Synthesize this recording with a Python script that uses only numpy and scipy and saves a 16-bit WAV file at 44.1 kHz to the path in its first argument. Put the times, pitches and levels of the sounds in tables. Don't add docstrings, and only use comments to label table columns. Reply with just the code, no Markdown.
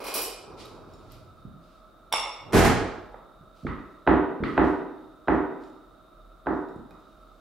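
import sys
import numpy as np
from scipy import signal
from scipy.fft import rfft, irfft
from scipy.io import wavfile
from scipy.ndimage import uniform_filter1d

SR = 44100
rng = np.random.default_rng(int(sys.argv[2]) if len(sys.argv) > 2 else 0)


def wrap_up_sound(samples):
    columns = np.atleast_2d(samples).T
    tamed = np.clip(columns, -1, 1)
    steps = np.round(tamed * 32767).astype(np.int16)
    wavfile.write(sys.argv[1], SR, steps)


N = 326604
TAIL = SR

# frequency in Hz, time to fall 60 dB in seconds.
ROOM_T60 = [(60, 0.48), (160, 0.56), (400, 0.91), (1000, 0.87), (2000, 0.7), (4000, 0.69), (8000, 0.5),
            (15000, 0.19)]
# frequency in Hz, coherence.
COHERENCE = [(40, .82), (125, .7), (500, .73), (1200, .8), (4000, .62), (8000, .2), (15000, .2)]
# centre in Hz, width in Hz, level in dB.
WHIRR_BANDS = [(39.8, 6.2, -58.5), (278, 30, -85.5), (629, 28, -64.5), (1220, 70, -66.5), (1309, 66, -62),
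               (3710, 160, -73.5)]

# frequency in Hz, relative level in dB.
AIR_SPECTRUM = [(13, -21.5), (22, -8), (50, -4), (97, -8.5), (354, -5.5), (430, -11.5), (632, -6.5),
                (928, -18.5), (1290, -7.5), (1800, -28.5), (2870, -31), (3680, -30.5), (4100, -30),
                (5710, -37.5), (15800, -38)]
RATTLE_SPECTRUM = [(35, -60), (60, -33), (102, -15.5), (203, -6), (392, 0), (583, -8.5), (1270, -10),
                   (2000, -34), (2600, -28), (4400, -120)]
RUMBLE_SPECTRUM = [(35, -6), (60, -9.5), (95, 7.5), (170, -6.5), (300, -19.5), (900, -56)]
SLIDE_SPECTRUM = [(940, -22), (1600, -22), (1970, -1.5), (2830, -0.5), (4880, 1.5), (6580, -9.5),
                  (10500, -13), (15000, -34)]
RUB_SPECTRUM = [(1200, -14.5), (2500, 5), (4500, 5.5), (7000, -2.5), (10000, -7), (15000, -14.5)]
# frequency in Hz, relative level in dB.
CUTLERY_SPECTRUM = [(150, -15.5), (260, -4), (420, 5.5), (600, 2), (1150, 5), (1800, -5.5), (2600, 0),
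                    (4000, -6), (5500, -4), (8000, -19.5), (12000, -60), (15800, -37)]
TICK_SPECTRUM = [(800, -12), (2200, 3), (5000, 18.5), (8000, 4), (13000, 12), (16000, -17)]
BLADE_SPECTRUM = [(200, -23), (600, -3.5), (1200, 15.5), (1900, 2.5), (2800, -3), (4500, -10.5),
                  (7000, -49), (14000, -41.5)]
DISH_SPECTRUM = [(200, -16), (500, -2.5), (800, 5), (1200, 8), (1650, -12.5), (2200, -1.5), (3500, -14),
                 (4300, -19), (6400, -23), (8000, -15.5), (9500, -23), (10800, -54), (15500, -48)]
DRAWER_SPECTRUM = [(30, 1.5), (60, -32), (90, 0), (140, -3.5), (400, -3.5), (560, -10), (780, -5),
                   (1050, -9), (1800, -8.5), (3200, -17.5), (6700, -22), (11000, -25.5), (14000, -30),
                   (15800, -41)]
BOARD_SPECTRUM = [(50, -32), (85, -6.5), (114, -20), (178, -7), (210, -16.5), (309, 1.5), (456, -10.5),
                  (647, -15.5), (710, -14), (1230, -15.5), (1350, -16), (1920, -28), (2270, -38),
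                  (3880, -40.5), (7000, -68.5), (9100, -114), (15400, -120)]
# frequency in Hz, gain in dB.
SOFT_RESPONSE = [(30, 3), (380, 0), (650, -3), (1500, -34.5), (4000, -61.5)]
WOOD_RESPONSE = [(40, -12.5), (200, -6.5), (500, -9.5), (2500, -1.5), (4000, 5.5), (6000, -11), (9000, -51)]

# frequency in Hz, bandwidth in Hz, relative weight in dB.
CUTLERY_MODES = [(2450, 55, -1.5), (2980, 47, -8), (4080, 120, -11), (4790, 55, -2.5), (5700, 50, -5),
                 (5070, 23, -8), (5210, 110, -7), (6920, 48, -9), (7540, 45, -10), (8750, 130, -15),
                 (9100, 110, -5), (9980, 69, -11), (11100, 51, -5), (11500, 29, 0), (11900, 95, -14),
                 (12300, 98, -17), (13000, 63, -7), (13600, 36, -19), (13900, 72, -10), (14400, 30, -20),
                 (14700, 40, -21), (15000, 39, -15), (15600, 41, -7)]
BLADE_MODES = [(2480, 20, -2), (3840, 51, 0), (5370, 33, -5), (7150, 35, -1.5), (8760, 35, -3)]
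DISH_MODES = [(554, 20, -6), (861, 48, -2.5), (2220, 120, -5), (2760, 140, -5), (3530, 160, -4.5),
              (4720, 60, -17), (5450, 63, -3), (6870, 42, -23), (7250, 49, -21), (7700, 98, -19),
              (9860, 70, -11), (11100, 87, -38), (11400, 43, -38), (12600, 36, -24)]
DISH_TOP_MODES = [(12600, 90, 0), (15550, 200, -9)]
BOARD_CRACK_MODES = [(670, 100, 12), (920, 63, 9.5), (1495, 160, 2.5), (1694, 40, -30), (2377, 130, -13),
                     (3470, 250, -28)]
BOARD_RING_MODES = [(843, 99, 1), (1287, 33, -17), (1910, 180, -4), (2480, 69, -15.5)]
# frequency in Hz, relative level in dB.
DRAWER_WAVES = [(53.8, -34), (91.5, -32), (188.4, -37), (242.2, -38), (398.4, -33), (277.8, -37),
                (312.4, -37), (441.0, -35), (484.5, -36), (576.0, -42), (629.8, -43), (672.9, -39),
                (753.7, -41), (829.0, -38), (1039, -46), (1265, -44), (1421, -49), (1491, -48), (1653, -44)]
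BOARD_WAVES = [(59.2, -40), (183.0, -45), (242.2, -40), (278.0, -37), (312.2, -33), (387.6, -36),
               (500.6, -46), (619.1, -46), (683.7, -44), (721.4, -42), (866.7, -42), (936.7, -47)]

# start in seconds, relative level in dB, tilt in dB per octave.
CUTLERY_JOLTS = [(0.002, -42, -6), (0.039, -37, -2.5), (0.066, -33, -2.5), (0.139, -26, 1.5),
                 (0.152, -42, -7.5), (0.175, -40, 6), (0.215, -34, 4)]
BLADE_TAPS = [(3.144, -48.5, -11), (3.667, -30.5, -3), (4.436, -26.5, 1), (6.908, -52, -14)]
DISH_CLINKS = [(2.12, -42, -4), (2.125, -17, 3.5), (2.137, -19, -1)]
DRAWER_BANGS = [(2.523, -24.5, 0.7), (2.531, -7.5, -2), (2.564, -11.5, 0), (2.603, -14.5, -3),
                (2.619, -23, -4), (2.636, -7.5, -2)]
# start in seconds, relative level in dB, tilt in dB per octave,
# most strongly excited frequency in Hz.
BLADE_TICKS = [(0.599, -73, 4, 5400), (0.655, -56.5, 1.5, 3700), (0.936, -63.5, -5, 6300),
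               (1.12, -62.5, 9, 2500), (5.637, -66.5, -14, 7000), (6.686, -72, -1, 4480),
               (6.759, -79, 0, 8835), (6.908, -66, 1, 2600)]
# start in seconds, relative level in dB, pitch in Hz.
TABLE_THUMPS = [(1.449, -40, 169), (3.405, -53, 149), (3.631, -38, 131), (3.648, -27, 280),
                (3.679, -37.5, 55.5), (4.402, -30.5, 236), (4.422, -25, 307), (6.76, -38, 246)]
# start in seconds, relative level in dB, treble corner in Hz.
BOARD_KNOCKS = [(4.073, -4, 2760), (4.576, -5.5, 2700), (5.281, -7.5, 2300), (6.467, -13, 1570)]
# start in seconds, length in seconds, level in dB.
KNIFE_SLIDES = [(0.565, 0.037, -48.5), (0.85, 0.23, -68.5), (1.085, 0.02, -56.5), (1.34, 0.06, -77),
                (1.6, 0.17, -71)]
BUTTER_STROKES = [(3.53, 0.16, -69), (3.76, 0.2, -79), (4.42, 0.12, -65), (4.61, 0.062, -60),
                  (4.92, 0.3, -83), (5.29, 0.066, -69.5), (5.58, 0.08, -70.5), (6.5, 0.054, -71),
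                  (6.95, 0.67, -76.5)]
# start in seconds, seconds speeding up, seconds slowing down,
# relative peak velocity (positive outward).
DRAWER_RUNS = [(0.4, 0.12, 0.92, 0.49), (2.41, 0.2, 0.031, -1.25)]


def gain_of(db):
    return 10 ** (np.asarray(db) / 20)


def unit_rms(x):
    return x / np.sqrt(np.mean(x ** 2) + 1e-20)


def unit_energy(x):
    return unit_rms(x) / np.sqrt(TAIL)


def value_at(curve, hz):
    points_hz, values = np.transpose(curve)
    return np.interp(np.log(hz + 1), np.log(points_hz + 1), values)


def add(mix, start_s, sound):
    part = mix[:, max(round(start_s * SR), 0):][:, :sound.shape[1]]
    part += sound[:, :part.shape[1]]


def coloured(x, spectrum):
    db = np.maximum(value_at(spectrum, abs(np.fft.fftfreq(8192, 1 / SR))), -100)
    response = np.exp(np.conj(signal.hilbert(np.log(gain_of(db)))))
    taps = np.fft.ifft(response).real[:4096]
    return signal.oaconvolve(x, taps[None], axes=1)[:, :x.shape[1]]


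def softened(sound, rise_s):
    return sound * (1 - np.exp(-np.arange(sound.shape[1]) / SR / rise_s))


def diffuse(size):
    mid, side = rfft(rng.standard_normal((2, size)))
    coherence = value_at(COHERENCE, np.fft.rfftfreq(size, 1 / SR))
    mid *= np.sqrt((1 + coherence) / 2)
    side *= np.sqrt((1 - coherence) / 2)
    return irfft([mid + side, mid - side], size)


def room_tail():
    hz, t, bands = signal.stft(diffuse(TAIL), SR, nperseg=512)
    decay = gain_of(-60 * t / value_at(ROOM_T60, hz)[:, None])
    tail = signal.istft(bands * decay, SR, nperseg=512)[1][:, :TAIL]
    spectrum = rfft(tail, 2 * TAIL)
    spectrum /= np.sqrt(uniform_filter1d((abs(spectrum) ** 2).mean(0), size=90))
    return unit_energy(softened(irfft(spectrum)[:, :TAIL], rise_s=0.0052))


def contact_in_room(direct_db):
    t = np.arange(TAIL) / SR
    chatter = unit_energy(rng.standard_normal(TAIL) * np.exp(-t / 0.0024))
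    return room_tail() + gain_of(direct_db) * np.array([[.92], [1.08]]) * chatter


def struck(spectrum, direct_db):
    return unit_energy(coloured(contact_in_room(direct_db), spectrum))


def damped(modes, rise_s=0.0006):
    t = np.arange(TAIL) / SR
    ring = sum(gain_of(db) * width * np.exp(-np.pi * width * t) * np.sin(2 * np.pi * hz * t)
               for hz, width, db in modes)
    return unit_energy(softened(ring[None], rise_s))


def chimed(modes, direct_db):
    return unit_energy(signal.fftconvolve(damped(modes), contact_in_room(direct_db), axes=1)[:, :TAIL])


def standing_waves(waves, rise_s, min_beat_hz, t60):
    t, out = np.arange(TAIL) / SR, np.zeros((2, TAIL))
    for (hz, db), (phase, split, twin_phase) in zip(waves, rng.uniform(-1.2, 1, (len(waves), 3))):
        ear_phase = np.arccos(value_at(COHERENCE, hz)) * np.array([[.5], [-.5]]) * np.sign(twin_phase)
        twin_hz = hz + min_beat_hz * (split + np.sign(split))
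        main = np.sin(2 * np.pi * hz * t + np.pi * phase + ear_phase)
        twin = np.sin(2 * np.pi * twin_hz * t + np.pi * twin_phase - ear_phase)
        envelope = unit_rms((1 - np.exp(-t / rise_s)) * gain_of(-60 * t / value_at(t60, hz)))
        out += (main + 0.63 * twin) * gain_of(db) * envelope
    return unit_energy(out)


def repeated(blows, sound, pivot_hz):
    out = np.zeros((2, N))
    for start, db, tilt in blows:
        slope = [(pivot_hz / 8, db - 3 * tilt), (pivot_hz * 8, db + 3 * tilt)]
        add(out, start, coloured(sound, slope))
    return out


def stroke_envelope(strokes, attack_s=0.044, fade_db_per_s=93):
    t, power = np.arange(N) / SR, np.zeros(N)
    for start, length, db in strokes:
        swell = np.clip((t - start) / attack_s, 0, 1)
        fade_db = fade_db_per_s * np.clip(t - start - length, 0, 2)
        power += (swell * gain_of(db - fade_db)) ** 2
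    return np.sqrt(power)


def steady_background():
    hz = np.fft.rfftfreq(N, 1 / SR)
    power = sum((gain_of(db) * unit_rms(1 / (1 + ((hz - centre) / width * 1.3) ** 2))) ** 2
                for centre, width, db in WHIRR_BANDS)
    whirr = irfft(rfft(diffuse(N)) * np.sqrt(power), N)
    return whirr + gain_of(-57.5) * unit_rms(coloured(diffuse(N), AIR_SPECTRUM))


def blade_ticks(fall_db_per_octave=13.5):
    tick = gain_of(26.5) * struck(TICK_SPECTRUM, direct_db=1.5)
    out = np.zeros((2, N))
    for start, db, tilt, ring_hz in BLADE_TICKS:
        modes = [(hz, width, weight - fall_db_per_octave * abs(np.log2(hz / ring_hz)))
                 for hz, width, weight in BLADE_MODES]
        ring = gain_of(32.5) * chimed(modes, direct_db=2)
        out += repeated([(start, db, tilt)], tick + ring, pivot_hz=5000)
    return out


def knife_slides():
    return stroke_envelope(KNIFE_SLIDES) * unit_rms(coloured(diffuse(N), SLIDE_SPECTRUM))


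def butter_rub(grains_per_s=1300, spread_db=3.5):
    occurs = rng.random(N) < grains_per_s / SR
    size = gain_of(spread_db * np.minimum(rng.exponential(1, N), 4))
    grains = occurs * size * rng.choice([-1, 1], N)
    reverberation = signal.oaconvolve(grains[None], room_tail(), axes=1)[:, :N]
    return stroke_envelope(BUTTER_STROKES) * unit_rms(coloured(grains + reverberation, RUB_SPECTRUM))


def table_thumps():
    out = np.zeros((2, N))
    for start, db, hz in TABLE_THUMPS:
        bump = softened(chimed([(hz, .5 * hz, 0)], direct_db=3.5), rise_s=0.0033)
        add(out, start, gain_of(db + 33) * coloured(bump, SOFT_RESPONSE))
    return out


def dish_nudge():
    out = np.zeros((2, N))
    nudge = gain_of(-12) * chimed([(596, 250, 0), (790, 290, -1)], direct_db=2)
    add(out, start_s=3.143, sound=nudge)
    return out


def blade_taps():
    tap = gain_of(26) * softened(struck(BLADE_SPECTRUM, direct_db=0.5), rise_s=0.0014)
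    tap += gain_of(24.5) * chimed([(1290, 44, 0), (1930, 150, -2)], direct_db=-1)
    return repeated(BLADE_TAPS, tap, pivot_hz=1490)


def cutlery():
    piece_modes = rng.uniform([2000, 6, -16], [13500, 30, 0], (60, 3))
    jingle = gain_of(26.5) * struck(CUTLERY_SPECTRUM, direct_db=-11.5)
    jingle += gain_of(27.5) * chimed(CUTLERY_MODES, direct_db=-10)
    jingle += gain_of(24.5) * chimed(piece_modes, direct_db=-8.5)
    return repeated(CUTLERY_JOLTS, jingle, pivot_hz=4050)


def dish_clink():
    clink = gain_of(23.5) * struck(DISH_SPECTRUM, direct_db=-4)
    clink += gain_of(22.5) * chimed(DISH_MODES, direct_db=-5.5)
    clink += gain_of(-5) * damped(DISH_TOP_MODES)
    return repeated(DISH_CLINKS, clink, pivot_hz=2900)


def drawer_roll():
    t = np.arange(N) / SR
    velocity = sum(np.interp(t, [start, start + up, start + up + down], [0, peak, 0])
                   for start, up, down, peak in DRAWER_RUNS)
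    speed, position = abs(velocity), np.cumsum(velocity)
    shielding_db = -7.5 * (1 - position / position.max())
    rattle = unit_rms(coloured(diffuse(N), RATTLE_SPECTRUM))
    rumble = unit_rms(coloured(diffuse(N), RUMBLE_SPECTRUM))
    return gain_of(-40) * speed * rattle + gain_of(-49.5 + shielding_db) * speed ** 0.17 * rumble


def drawer_bang():
    bang = gain_of(28) * softened(struck(DRAWER_SPECTRUM, direct_db=-3), rise_s=0.0078)
    out = repeated(DRAWER_BANGS, bang, pivot_hz=506)
    waves = standing_waves(DRAWER_WAVES, rise_s=0.019, min_beat_hz=4.3,
                           t60=[(60, 0.89), (400, 0.57), (900, 1.0)])
    add(out, start_s=2.53, sound=gain_of(19.5) * waves)
    return out


def board_knocks(slap_delay_s=0.066, crust_lead_s=0.007):
    knock = gain_of(22) * struck(BOARD_SPECTRUM, direct_db=-19)
    knock += gain_of(8) * chimed(BOARD_RING_MODES, direct_db=-23.5)
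    knock += gain_of(18.5) * standing_waves(BOARD_WAVES, rise_s=0.02, min_beat_hz=7.25,
                                            t60=[(60, 0.21), (180, 0.64), (310, 1.0), (900, 0.74)])
    crack = coloured(damped(BOARD_CRACK_MODES, rise_s=0.0005), WOOD_RESPONSE)
    table_sway = damped([(57.1, 7, 0)], rise_s=0.02)
    wall_slap = coloured(damped([(330, 170, 1), (800, 300, -8)], rise_s=0.0015), WOOD_RESPONSE)
    add(knock, 0.002, gain_of(19) * crack)
    add(knock, 0.04, gain_of(3.5) * table_sway)
    add(knock, slap_delay_s, gain_of(21) * wall_slap)
    crust = gain_of(9) * softened(struck(BOARD_SPECTRUM, direct_db=5.5), rise_s=0.0028)
    out = np.zeros((2, N))
    for start, db, corner_hz in BOARD_KNOCKS:
        bass_db = 0.53 * (db + 5.5)
        contact = [(90, bass_db), (260, 0), (corner_hz, 2), (2 * corner_hz, -11.5)]
        add(out, start - crust_lead_s, gain_of(db) * crust)
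        add(out, start, gain_of(db) * coloured(knock, contact))
    return out


def scene():
    mix = board_knocks() + drawer_roll() + drawer_bang() + cutlery() + knife_slides()
    mix += blade_ticks() + dish_clink() + table_thumps() + dish_nudge() + blade_taps()
    mix += butter_rub() + steady_background()
    return mix * gain_of([[-.8], [.8]])


def record(dry):
    highpass = signal.butter(3, 36, "highpass", fs=SR, output="sos")
    lowpass = signal.firwin(511, 15900, window=("kaiser", 9), fs=SR)
    return signal.oaconvolve(signal.sosfilt(highpass, dry), lowpass[None], "same")


dry = scene()
out = record(dry)
wrap_up_sound(out)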